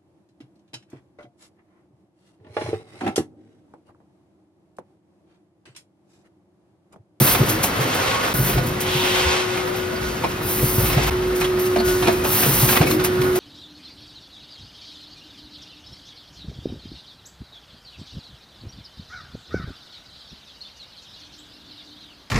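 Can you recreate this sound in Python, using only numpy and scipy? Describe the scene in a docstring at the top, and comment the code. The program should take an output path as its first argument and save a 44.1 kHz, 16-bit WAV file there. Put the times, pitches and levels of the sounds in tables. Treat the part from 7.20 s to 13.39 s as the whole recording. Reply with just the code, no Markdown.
"""Cylinders of a rotary pouch-packing machine thud on their mounts; grippers knock on its steel frame.
A nozzle blows each bag open, valves puff, suction cups draw, an ejector and a return cylinder vent.
Bags scrape off the stack, guides squeak, a dry pivot chirps. Behind it the drive rumbles and hums.
The cam-timed cycle is heard in a factory hall from three places in turn: feeder, panel, turret."""
import sys
import numpy as np
from scipy import signal
from scipy.io import wavfile
from scipy.ndimage import uniform_filter1d

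SR = 44100
rng = np.random.default_rng(int(sys.argv[2]) if len(sys.argv) > 2 else 0)


def materialize(psi):
    """Save the field psi as 16-bit PCM at rate SR to the path in sys.argv[1].

    A 1-D psi becomes a single channel; in a 2-D psi each row is a channel.
    """
    bounded = np.clip(np.atleast_2d(psi).T, -1, 1)
    quanta = np.round(bounded * 32767).astype(np.int16)
    wavfile.write(sys.argv[1], SR, quanta)


N = 272979
CYCLE_S = 2.4  # one camshaft turn; cycle t counts from the nozzle opening
TIME_S = np.arange(N) / SR
CYCLE_TIME_S = np.arange(round(CYCLE_S * SR)) / SR
AGE_S = np.arange(SR) / SR  # time within one event
PAN = np.array([[.5], [-.5]])  # share of a left-right level difference

# listening places (feeder, panel, turret): from t/s, a cycle start t/s
PLACES = [(0, -.378), (1.136, .797), (3.904, 2.635)]
# cylinder thuds: t/s, level/dB, f/Hz, swell/s, cover rattle/dB
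THUDS = [(.002, -10.5, 134, 0.018, -14.5), (.085, -27, 128, 0.023, -41), (.199, -7.5, 126.4, 0.014, -18),
         (.28, -22.5, 112, 0.033, -40), (.587, -17, 129, 0.014, -21.5), (.625, -24, 127, 0.023, -41),
         (1.142, -18.5, 124, 0.0095, -26), (1.183, -12, 131, 0.016, -33), (1.29, -23, 134, .022, -29),
         (1.358, -12.5, 133, 0.017, -29), (1.405, -20, 131, 0.017, -41), (1.445, -22, 123, 0.017, -34),
         (1.747, -18.5, 135, 0.013, -35), (3.42, -14.5, 128, 0.02, -27), (3.579, -11, 111, 0.007, -24),
         (3.619, -18.5, 111, 0.015, -37), (3.764, -10, 123, 0.009, -24), (5.264, -12, 136, 0.018, -22),
         (5.421, -10.5, 129, 0.018, -23), (5.603, -6.5, 128, 0.0059, -22.5), (5.649, -24, 127, 0.017, -33),
         (5.984, -19, 137, 0.017, -30)]
# deeper mid-cycle bump: cycle t/s, f/Hz, swell/s
BUMP = (1.245, 73, 0.025)
# gripper knocks: t/s, frame/dB, crack/dB, rise/s, fall/s, part f/Hz, ring/dB, left-right/dB, tail/dB
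KNOCKS = [(.073, -34, -22, 0.0037, .014, 1003, -25, -5, -37),
          (.146, -21.5, -19.5, 0.0037, 0.013, 890, -30, -2, -41),
          (.436, -23.5, -29, 0.0034, .013, 780, -34, 2.5, -45),
          (.75, -24, -42, 0.0036, .01, 716, -33, 1, -48),
          (1.266, -32, -36, .004, 0.016, 1280, -40, -1, -48),
          (1.296, -27, -42, .003, .01, 1450, -44, -8, -55),
          (1.326, -44, -27.5, .004, .014, 2500, -38, -2, -40),
          (1.375, -27.5, -30, 0.0036, 0.02, 701, -25, -7, -38),
          (2.369, -34, -30, .004, 0.035, 2450, -29, 0, -44),
          (2.726, -36, -48, .004, .01, 650, -28, -11, -56),
          (3.033, -23, -35, 0.0053, 0.011, 926, -22, 1, -41),
          (3.042, -26, -40, .003, .013, 1075, -26, -11, -49),
          (3.386, -37, -30, .004, .012, 1080, -38, -1, -42),
          (3.696, -31, -28, .004, .013, 1060, -29, 1, -34),
          (3.725, -35, -27, 0.0053, .01, 700, -35, -3, -35),
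          (3.777, -31, -32, 0.0037, 0.014, 710, -22.5, -10, -45),
          (3.875, -31, -36, .004, 0.015, 1090, -39, 3, -42),
          (4.207, -28, -22.5, 0.0065, 0.025, 2474, -23, 0, -34),
          (4.242, -40, -28.5, .003, .011, 3310, -25, 0, -46),
          (4.557, -21.5, -28.5, 0.0052, 0.014, 691, -17.5, -2, -45),
          (4.599, -31, -32, .003, 0.012, 690, -24, -4, -50),
          (4.679, -33, -27.5, 0.0018, 0.025, 3360, -36, -2, -43),
          (4.821, -29.5, -24.5, 0.0034, 0.079, 1090, -45, -1, -38),
          (4.87, -18.5, -27, 0.0062, 0.01, 1070, -20, -1, -35),
          (4.88, -23, -37, 0.0024, 0.013, 663, -17, -9, -45),
          (5.045, -22.5, -28.5, 0.0012, 0.015, 1100, -33, 2, -47),
          (5.226, -29, -19.5, 0.0046, 0.032, 707, -30, 0, -38),
          (5.4881, -26, -17, .0006, .006, 1620, -19.5, -.5, -43),
          (5.525, -26, -23, 0.0027, .009, 1090, -34, 1, -41),
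          (5.553, -24, -26, 0.0026, .007, 1160, -26, -1, -44),
          (5.5645, -27, -22, 0.0017, 0.0078, 1930, -21, 0, -48),
          (5.57, -24, -20.5, 0.0011, .004, 2510, -19.5, 1, -48),
          (5.6125, -23.5, -21.5, .001, .011, 732, -16.5, -1, -40),
          (5.627, -26, -29, .001, 0.01, 1420, -36, 3, -42),
          (5.665, -28, -25, .004, .008, 2580, -20, 2, -39),
          (5.7095, -29, -23.5, .0015, .009, 4200, -26, -1, -36),
          (5.794, -39, -27.5, .002, 0.03, 1450, -27, -2, -44),
          (5.844, -29.5, -25.5, 0.0013, .02, 1390, -41, 0, -48),
          (6.014, -34, -29, 0.0032, 0.0092, 1380, -42, -2, -40),
          (6.155, -27, -33, 0.0011, 0.011, 712, -28, -2, -47)]
# valve puffs: t/s, level/dB, fall/s
PUFFS = [(.251, -31.5, 0.085), (.29, -23, 0.027), (0.431, -15.5, 0.022), (.6, -32, 0.055),
         (.742, -26.5, 0.036), (1.426, -35.5, .06), (1.465, -29.5, 0.016), (1.603, -24.5, 0.031),
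         (1.76, -39, .09), (2.316, -46, .03), (2.365, -38, .012), (2.557, -38, .06), (2.81, -49, 0.41),
         (3.086, -38, 0.017), (3.826, -32, 0.046), (3.865, -28, 0.016), (4.075, -35, 0.011),
         (4.152, -32, 0.087), (4.203, -27, 0.0073), (4.39, -30, 0.057), (4.458, -31, 0.013),
         (4.5, -44, 0.36), (4.647, -31, 0.26), (4.924, -30, 0.012), (5.042, -25, 0.016),
         (5.662, -25.5, 0.059), (5.703, -27, 0.02), (5.841, -14.5, 0.014), (6.012, -28, 0.015),
         (6.04, -36.5, 0.18), (6.153, -26.5, 0.017)]
# sliding guides: cycle t/s, length/s, f/Hz, nominal width/Hz, relative level/dB, fall/s
SQUEAKS = [(0.192, 0.5, 226, 27.4, -10.5, 0.16), (0.681, 0.039, 314, 24.4, -0.5, 0.064),
           (0.67, 0.02, 12150, 400, -8, 0.032), (0.975, 0.071, 273, 36, -4.5, 0.031),
           (1.761, .028, 11880, 260, -10.5, .02), (1.931, 0.04, 227, 39.4, -3.5, 0.041),
           (2.192, 0.15, 2470, 55, -13, 0.16), (2.227, 0.017, 350, 31.6, 0.5, 0.079)]
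# pivot chirps: t/s, level/dB, start f/Hz, length/s
CHIRPS = [(2.01, -32, 5210, .014), (2.08, -29.5, 4900, .028), (2.757, -36, 4800, .02),
          (4.585, -26.5, 4600, 0.018)]
# motor hum along the listener's path: t/s, relative level/dB, left-right/dB
HUM = [(1.14, -49, 8), (1.18, -36.5, -3), (1.8, -25.5, 4.5), (2.51, -28.5, 9.0), (2.92, -32, 9.5),
       (3.06, -41, 8), (3.09, -35, 0.5), (3.44, -26, 1), (3.85, -29, 7), (3.96, -21.5, -1.5),
       (4.72, -19, -1.5), (5.33, -31, -4.5), (5.63, -24, -3), (6.12, -18, -1), (6.19, -18.5, -1.5)]
# gear and pump whines: f/Hz, relative level/dB
WHINES = [(506, -43.5), (1263, -48.5), (1464, -43.5), (3042, -59.5)]

# level curves: t/s, relative level/dB
AIR_SURGE = [(3.66, -60), (3.77, -29.5), (3.897, -26), (3.91, -70)]
FLOOR_SHUDDER = [(0.0, -36), (0.05, -41), (0.53, -42), (0.65, -63), (1.36, -29), (1.45, -44), (2.74, -52),
                 (2.84, -33), (2.98, -47), (3.72, -29), (4.52, -45), (4.67, -33), (5.1, -40), (5.16, -56),
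                 (5.38, -34), (6.03, -47), (6.1, -37), (6.19, -58)]

# cam-timed strokes: cycle t/s, length/s, rise/s, fall/s
NOZZLE_BLAST = (0.0072, 0.5, 0.093, 0.045)
BAG_FILL = (0.433, 0.082, 0.034, 0.11)
SUCTION_DRAW = (0.72, 0.62, 0.44, 0.23)
EJECTOR_VENT = (0.807, 0.39, 0.13, 0.16)
BAG_SLIDE = (1.226, 0.223, 0.13, 0.024)
RETURN_VENT = (1.99, 0.074, 0.06, 0.14)

# source gain by place: feeder/dB, panel/dB, turret/dB
BUMP_DB = (-33, -18, -19)
NOZZLE_DB = (-18, -25, -19.5)
ROAR_DB = (-26.5, -34, -25.5)
LEAK_DB = (-33, -36.5, -38)
BAG_FILL_DB = (-26, -30.5, -26.5)
SUCTION_DB = (-26.5, -23, -54)
EJECTOR_DB = (-61, -26.5, -46)
RETURN_DB = (-40, -36, -32)
SLIDE_DB = (-31, -37, -45)
SQUEAK_DB = (-28, -33.5, -24.5)
RUMBLE_DB = (-30, -31, -29)
MECHANISM_DB = (-26.5, -31, -29.5)

# resonances: f/Hz, width/Hz, relative level/dB
BASE_MODES = [(129, 6.4, 9), (145, 22, 15.5), (193, 41, 4.5), (250, 15, 3), (307, 22, 7.5), (467, 3.1, -1)]
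FRAME_MODES = [(276, 235, 4.5), (600, 65, 2.5), (703, 43, 6.5), (868, 35, 4), (1045, 17, 4),
               (1240, 53, -23), (2030, 110, -17), (2360, 140, -0.5), (3600, 49, -13)]
ARM_MODES = [(1424, 23, -8), (1860, 74, -1), (2210, 34, 7), (2460, 45, 4), (3250, 37, -10), (4040, 120, -1),
             (5200, 41, 1)]
NOZZLE_MODES = [(6200, 630, -6), (9600, 400, -11), (10700, 500, -1), (12000, 330, 1), (13500, 500, 5),
                (14500, 450, 8), (15100, 600, 3)]
PANEL_MODES = [(540, 25, 8.5), (788, 150, 4), (934, 39, 6), (1045, 44, 5), (1224, 17, -10), (1465, 11, 9),
               (1720, 83, -12), (1970, 31, 4), (2138, 21, 7.5), (2540, 110, 0), (3030, 7.5, 8),
               (3230, 32, -0.5), (4410, 89, -4.5)]
GUIDE_MODES = [(494, 25, 0), (1100, 14, 6), (1450, 25, -4)]

# noise spectra: f/Hz, relative density/dB
COVER_SPECTRUM = [(170, 17.5), (290, 2.5), (410, 12.5), (600, -16)]
CRACK_SPECTRUM = [(900, 9.5), (1400, 7.5), (2500, 4), (3500, 2), (4800, -4), (6700, -5.5), (9500, -8.5),
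                  (16000, -32)]
JET_SPECTRUM = [(4000, -10), (6000, -2), (8000, -9), (10000, 2.5), (16000, 2)]
ROAR_SPECTRUM = [(700, 6), (1500, 0.5), (2500, -0.5), (4000, -2), (6000, -8), (8000, 0)]
VALVE_SPECTRUM = [(2000, 10), (4000, 1), (6000, 13), (8000, 1.5), (10500, 12), (12500, 10), (16000, 2.5)]
RUSH_SPECTRUM = [(500, -11), (1000, -2), (1700, -0.5), (2400, -1), (3300, -3), (4700, -9), (6700, -9),
                 (9500, -26), (16000, -45)]
EXHAUST_SPECTRUM = [(1500, -1), (3000, -3.5), (4500, 3.5), (6000, 8), (8000, -8), (11000, -7), (16000, -9)]
RUMBLE_SPECTRUM = [(60, -33), (85, -5), (110, -1.5), (160, -7), (240, -5), (330, -13.5), (450, -15)]
MECHANISM_SPECTRUM = [(250, 2), (400, 1.5), (520, 5), (750, -3.5), (1100, 1.5), (1500, 1.5), (2200, -9.5),
                      (3200, -11.5), (5000, -16.5), (7500, -36.5), (11000, -7), (16000, -32)]
SHUDDER_SPECTRUM = [(22, -34), (36, -19), (48, 21), (65, -17), (95, -22)]

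# how alike the left and right microphones sound: f/Hz, correlation
STEREO_LIKENESS = [(60, 0.99), (130, 0.99), (290, 0.89), (640, 0.38), (1500, 0), (2500, 0.5), (3400, 0.39),
                   (4700, 1), (6700, 1), (9500, 0.95), (12000, 1), (16000, 0.87)]


def cylinders(base_db=-17, base_fall_s=0.082, rattle_rise_s=0.0039, rattle_fall_s=0.034, grain_db=5):
    """Each stroke rocks the machine on its mounts: a low note, a rumbling base, rattling covers."""
    notes = placed((s, from_db(db) * rock(AGE_S, hz, swell_s)) for s, db, hz, swell_s, _ in THUDS)
    shaking = placed((s, from_db(db) * stroke(AGE_S, 0, 0.0055, base_fall_s)) for s, db, *_ in THUDS)
    rattle_shape = stroke(AGE_S, rattle_rise_s, rattle_rise_s, rattle_fall_s)
    rattling = placed((s - rattle_rise_s, from_db(db) * rattle_shape) for s, *_, db in THUDS)
    base = from_db(base_db) * body(shaking * white(), BASE_MODES)
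    covers = rattling * rms_one(from_db(grain_db * drift(85))) * noise(COVER_SPECTRUM)
    start_s, hz, swell_s = BUMP
    bump = rock((CYCLE_TIME_S - start_s) % CYCLE_S, hz, swell_s)
    return notes + base + covers + cycled(bump, BUMP_DB)


def rock(age_s, hz, swell_s):
    """Swing on the mounts: a low sine swells and dies."""
    swell = np.minimum(age_s / swell_s, 20)
    return swell ** 2 * np.exp(2 * (1 - swell)) * np.sin(2 * np.pi * hz * age_s)


def grippers(grain_db=2, contact_hz=2500, hold_s=0.0041, tail_rise_s=0.004, tail_fall_s=0.035):
    """A knock is a cluster of contacts: bright crack, dull frame, struck part, steel arm tail."""
    pushes, cracks, tails, rings = [], [], [], []
    for s, frame_db, crack_db, rise_s, fall_s, hz, ring_db, pan_db, tail_db in KNOCKS:
        pan = from_db(pan_db * PAN)
        shape = pan * stroke(AGE_S, rise_s + hold_s, rise_s, fall_s)
        pushes.append((s, from_db(frame_db) * shape))
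        cracks.append((s, from_db(crack_db) * shape))
        tails.append((s, from_db(tail_db) * stroke(AGE_S, tail_rise_s, tail_rise_s, tail_fall_s)))
        rings.append((s, from_db(ring_db) * pan * struck_part(hz, rise_s)))
    contacts = rms_one(from_db(grain_db * np.minimum(drift(380), 1)))
    force = signal.sosfilt(signal.butter(1, contact_hz, fs=SR, output="sos"), contacts * white())
    frame = body(placed(pushes) * force, FRAME_MODES)
    arms = placed(tails) * body(white(), ARM_MODES)
    crack = placed(cracks) * contacts * noise(CRACK_SPECTRUM)
    return frame + crack + placed(rings) + arms


def struck_part(hz, push_s, lag_s=0.003, lower_ratio=.87, lower_db=-4.5, ear_spread_rad=0.75):
    """Two close modes swing up just after the push; small, high parts die sooner."""
    phases = rng.uniform(0, 2 * np.pi, (2, 1, 1)) + ear_spread_rad * rng.standard_normal((2, 2, 1))
    modes_hz = hz * np.array([[[1]], [[lower_ratio]]])
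    upper, lower = np.sin(2 * np.pi * modes_hz * AGE_S + phases)
    rise_s = push_s + lag_s
    fall_s = 0.018 * (700 / hz) ** 0.32
    return stroke(AGE_S, rise_s, rise_s, fall_s) * (upper + from_db(lower_db) * lower)


def air(flutter_db=1.1, rough_db=-0.25):
    """Nozzle, valve and rush noise under one fluttering level."""
    flow = nozzle() + valves() + rush()
    return flow * from_db(flutter_db * drift(15.4) + rough_db * drift(87))


def nozzle(jet_db=-1.5, overtone_db=-9.5):
    """A blast opens each bag: bright jet, nozzle overtones, lower roar."""
    blast = burst(*NOZZLE_BLAST)
    jet = from_db(jet_db) * noise(JET_SPECTRUM) + from_db(overtone_db) * body(white(), NOZZLE_MODES)
    return cycled(blast, NOZZLE_DB) * jet + cycled(blast, ROAR_DB) * noise(ROAR_SPECTRUM)


def valves(rise_s=0.003, silencer_s=0.013):
    """Short puffs of air, rounded by the silencers."""
    puffs = placed((s, from_db(db) * stroke(AGE_S, rise_s, rise_s, fall_s)) for s, db, fall_s in PUFFS)
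    return uniform_filter1d(puffs, int(silencer_s * SR) + 1) * noise(VALVE_SPECTRUM)


def rush(panel_db=-5.5):
    """Leaks, bag filling, suction cups and one surge add in power; the air rings the steel panels."""
    leaks = cycled(np.ones_like(CYCLE_TIME_S), LEAK_DB)
    filling = cycled(burst(*BAG_FILL), BAG_FILL_DB)
    suction = cycled(burst(*SUCTION_DRAW), SUCTION_DB)
    surge = from_db(in_time(AIR_SURGE)[0])
    level = np.linalg.norm([leaks, filling, suction, surge], axis=0)
    return level * (noise(RUSH_SPECTRUM) + from_db(panel_db) * body(white(), PANEL_MODES))


def ejector(hz=2950, width_hz=1700, hiss_db=-8, hiss_exponent=1.7):
    """The vacuum ejector vents through its silencer: hollow rush, hiss at full pressure."""
    pressure = burst(*EJECTOR_VENT)
    hiss = cycled(pressure ** hiss_exponent, EJECTOR_DB) * noise(VALVE_SPECTRUM)
    return cycled(pressure, EJECTOR_DB) * narrow_noise(hz, width_hz) + from_db(hiss_db) * hiss


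def exhaust():
    """A returning cylinder vents late in the cycle: soft, duller hiss."""
    return cycled(burst(*RETURN_VENT), RETURN_DB) * noise(EXHAUST_SPECTRUM)


def bag_slide():
    """A bag leaves the stack and scrapes along its ringing guide."""
    return cycled(burst(*BAG_SLIDE), SLIDE_DB) * body(white(), GUIDE_MODES)


def squeaks(rise_s=0.00093):
    """Friction feeds one narrow resonance while a part slides."""
    out = 0
    for s, length_s, hz, width_hz, db, fall_s in SQUEAKS:
        friction = from_db(db) * burst(s, length_s, rise_s, fall_s)
        out = out + cycled(friction, SQUEAK_DB) * narrow_noise(hz, 0.86 * width_hz)
    return out


def pivot(sag_hz_per_s=5500, rough_hz=310, rise_s=0.004, fall_s=0.012):
    """A dry pivot gives rough chirps that fall in pitch as the arm slows."""
    chirps = []
    for s, db, start_hz, length_s in CHIRPS:
        sag_hz = sag_hz_per_s * np.minimum(AGE_S, length_s + 2 * fall_s)
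        pitch_hz = start_hz - sag_hz + rough_hz * drift(370)[:len(AGE_S)]
        tone = np.sin(2 * np.pi * np.cumsum(pitch_hz) / SR)
        chirps.append((s, from_db(db) * stroke(AGE_S, length_s, rise_s, fall_s) * tone))
    return placed(chirps)


def drive(load_peak_s=0.35, rumble_swing_db=2.5, wash_swing_db=1, loose_share=0.26, panel_db=-23.5):
    """Gearbox rumble and the wash of cams and chains follow the cyclic load; the floor shudders."""
    load = np.cos(2 * np.pi * (CYCLE_TIME_S - load_peak_s) / CYCLE_S)
    contacts = loose_contacts(per_s=64, size_db=4.5, fall_s=0.042)
    chatter = np.sqrt(1 - loose_share + loose_share * contacts)
    wash = noise(MECHANISM_SPECTRUM) + from_db(panel_db) * body(white(), PANEL_MODES)
    mechanism = cycled(from_db(wash_swing_db * load), MECHANISM_DB) * chatter * wash
    rumble = cycled(from_db(rumble_swing_db * load), RUMBLE_DB) * noise(RUMBLE_SPECTRUM)
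    shudder = from_db(in_time(FLOOR_SHUDDER)[0] + 2.5) * noise(SHUDDER_SPECTRUM)
    return rumble + shudder + mechanism


def loose_contacts(per_s, size_db, fall_s):
    """Power envelope of small random contacts; mean 1."""
    sizes = from_db(size_db * np.minimum(rng.exponential(1, N), 4)) ** 2
    hits = sizes * (rng.random(N) < per_s / SR)
    power = signal.lfilter([1], [1, -np.exp(-2 / (fall_s * SR))], hits + 1e-18)
    return power / power.mean()


def motor(hum_hz=366.5, hum_db=-0.4, waver_db=-0.4, whine_db=-1, whine_waver_db=6.5):
    """One clean motor hum; faint gear and pump whines waver in each ear."""
    level_db, pan_db = in_time(HUM)
    phase = 2 * np.pi * hum_hz * TIME_S + 0.34 * drift(3.6)
    level = from_db(hum_db + level_db + waver_db * drift(0.77) + pan_db * PAN)
    out = level * np.sin(phase + np.array([[0], [.2]]))
    for hz, db in WHINES:
        for ear in range(2):
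            whine_level = from_db(db + whine_db + whine_waver_db * drift(2.7))
            out[ear] += whine_level * np.sin(2 * np.pi * hz * TIME_S + 1.53 * drift(4.5))
    return np.sqrt(2) * out


def stroke(age_s, length_s, rise_s, fall_s):
    """Linear rise, hold, exponential fall after length_s."""
    return np.clip(age_s / rise_s, 0, 1) * np.exp(-np.clip((age_s - length_s) / fall_s, 0, 30))


def burst(start_s, length_s, rise_s, fall_s):
    """One stroke envelope, wrapped into the cycle."""
    return stroke((CYCLE_TIME_S - start_s) % CYCLE_S, length_s, rise_s, fall_s)


def cycled(cycle, place_db):
    """Repeat one cycle with the timing and gain of each place."""
    since_s, cycle_start_s = np.transpose(PLACES)
    place = np.searchsorted(since_s, TIME_S, "right") - 1
    index = ((TIME_S - cycle_start_s[place]) * SR).astype(int) % len(cycle)
    return cycle[index] * from_db(place_db)[place]


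def placed(events):
    """Sum (t/s, samples) events into a stereo track."""
    out = np.zeros((2, N + len(AGE_S)))
    for s, samples in events:
        start = max(int(s * SR), 0)
        out[:, start:start + len(AGE_S)] += samples
    return out[:, :N]


def body(force, modes):
    """Stereo noise through a set of resonances; power kept."""
    ring = sum(spread(resonate(force, hz, width_hz), hz, db) for hz, width_hz, db in modes)
    power = sum(np.pi * width_hz / SR * from_db(db) ** 2 for _, width_hz, db in modes)
    return ring / np.sqrt(power)


def resonate(x, hz, width_hz):
    """One resonance; peak gain 1."""
    r = np.exp(-np.pi * width_hz / SR)
    feedback = [1, -2 * r * np.cos(2 * np.pi * hz / SR), r * r]
    return signal.lfilter(np.array([1, 0, -1]) * (1 - r * r) / 2, feedback, x + 1e-18)


def narrow_noise(hz, width_hz):
    """Stereo noise twice through one resonance; rms 1."""
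    once = resonate(white(), hz, width_hz)
    return rms_one(spread(resonate(once, hz, width_hz), hz))


def noise(spectrum):
    """Stereo noise from half-octave bands; rms 1."""
    edges_hz = 22 * 2 ** (np.arange(20) / 2)
    sources = white(), white()  # alternated: adjacent bands stay independent
    out = 0
    for k, (low_hz, high_hz) in enumerate(zip(edges_hz, edges_hz[1:])):
        hz = np.sqrt(low_hz * high_hz)
        if spectrum[0][0] < hz < spectrum[-1][0]:
            bandpass = signal.butter(2, [low_hz, high_hz * 1.03], "band", fs=SR, output="sos")
            out = out + spread(signal.sosfilt(bandpass, sources[k % 2]), hz, at_hz(spectrum, hz))
    return rms_one(out)


def spread(pair, hz, db=0):
    """Mix two independent signals to left and right with the stereo likeness at hz."""
    correlation = np.clip(at_hz(STEREO_LIKENESS, hz), -.999, .999)
    mid, side = from_db(db) * np.sqrt([1 + correlation, 1 - correlation])
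    return np.array([[mid, side], [mid, -side]]) @ pair


def drift(rate_hz, step=40, settle=2000):
    """Smooth random wander; rms 1."""
    r = np.exp(-2 * step * np.pi * rate_hz / SR)
    kicks = rng.standard_normal(N // step + settle + 2)
    slow = signal.lfilter([1], [1, -2 * r, r * r], kicks)[settle:]
    return np.interp(np.arange(N) / step, np.arange(len(slow)), rms_one(slow))


def in_time(rows):
    """Each column of a curve, per sample."""
    s, *columns = np.transpose(rows)
    return [np.interp(TIME_S, s, column) for column in columns]


def at_hz(points, hz):
    """Table value on a log-frequency axis."""
    points_hz, values = np.transpose(points)
    return np.interp(np.log(hz), np.log(points_hz), values)


def white():
    return rng.standard_normal((2, N))


def from_db(db):
    return 10 ** (np.asarray(db) / 20)


def rms_one(x):
    return x / np.sqrt(np.mean(x ** 2) + 1e-20)


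def scene(dip_depth=0.91, dip_s=0.0039):
    """All sources; the level dips briefly at each change of place."""
    dips = [1 - dip_depth * np.exp(-((TIME_S - s) / dip_s) ** 2) for s, _ in PLACES[1:]]
    impacts = cylinders() + grippers()
    pneumatics = air() + ejector() + exhaust()
    friction = bag_slide() + squeaks() + pivot()
    return (impacts + pneumatics + friction + drive() + motor()) * np.prod(dips, axis=0)


def record(dry, low_cut_hz=33, high_cut_hz=15830, ceiling=.8):
    """Bass cut, microphone ports in opposite phase in two treble bands, rounded peaks, top cut."""
    left, right = signal.sosfilt(signal.butter(4, low_cut_hz, "high", fs=SR, output="sos"), dry)
    for hz, width_hz in [(7700, 4000), (16500, 2900)]:
        right = right - 2 * resonate(right, hz, width_hz)
    stereo = np.array([left, right])
    rounded = stereo / (1 + (stereo / ceiling) ** 6) ** (1 / 6)
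    return signal.sosfilt(signal.ellip(10, .2, 80, high_cut_hz, fs=SR, output="sos"), rounded)


dry = scene()
out = record(dry)
materialize(out)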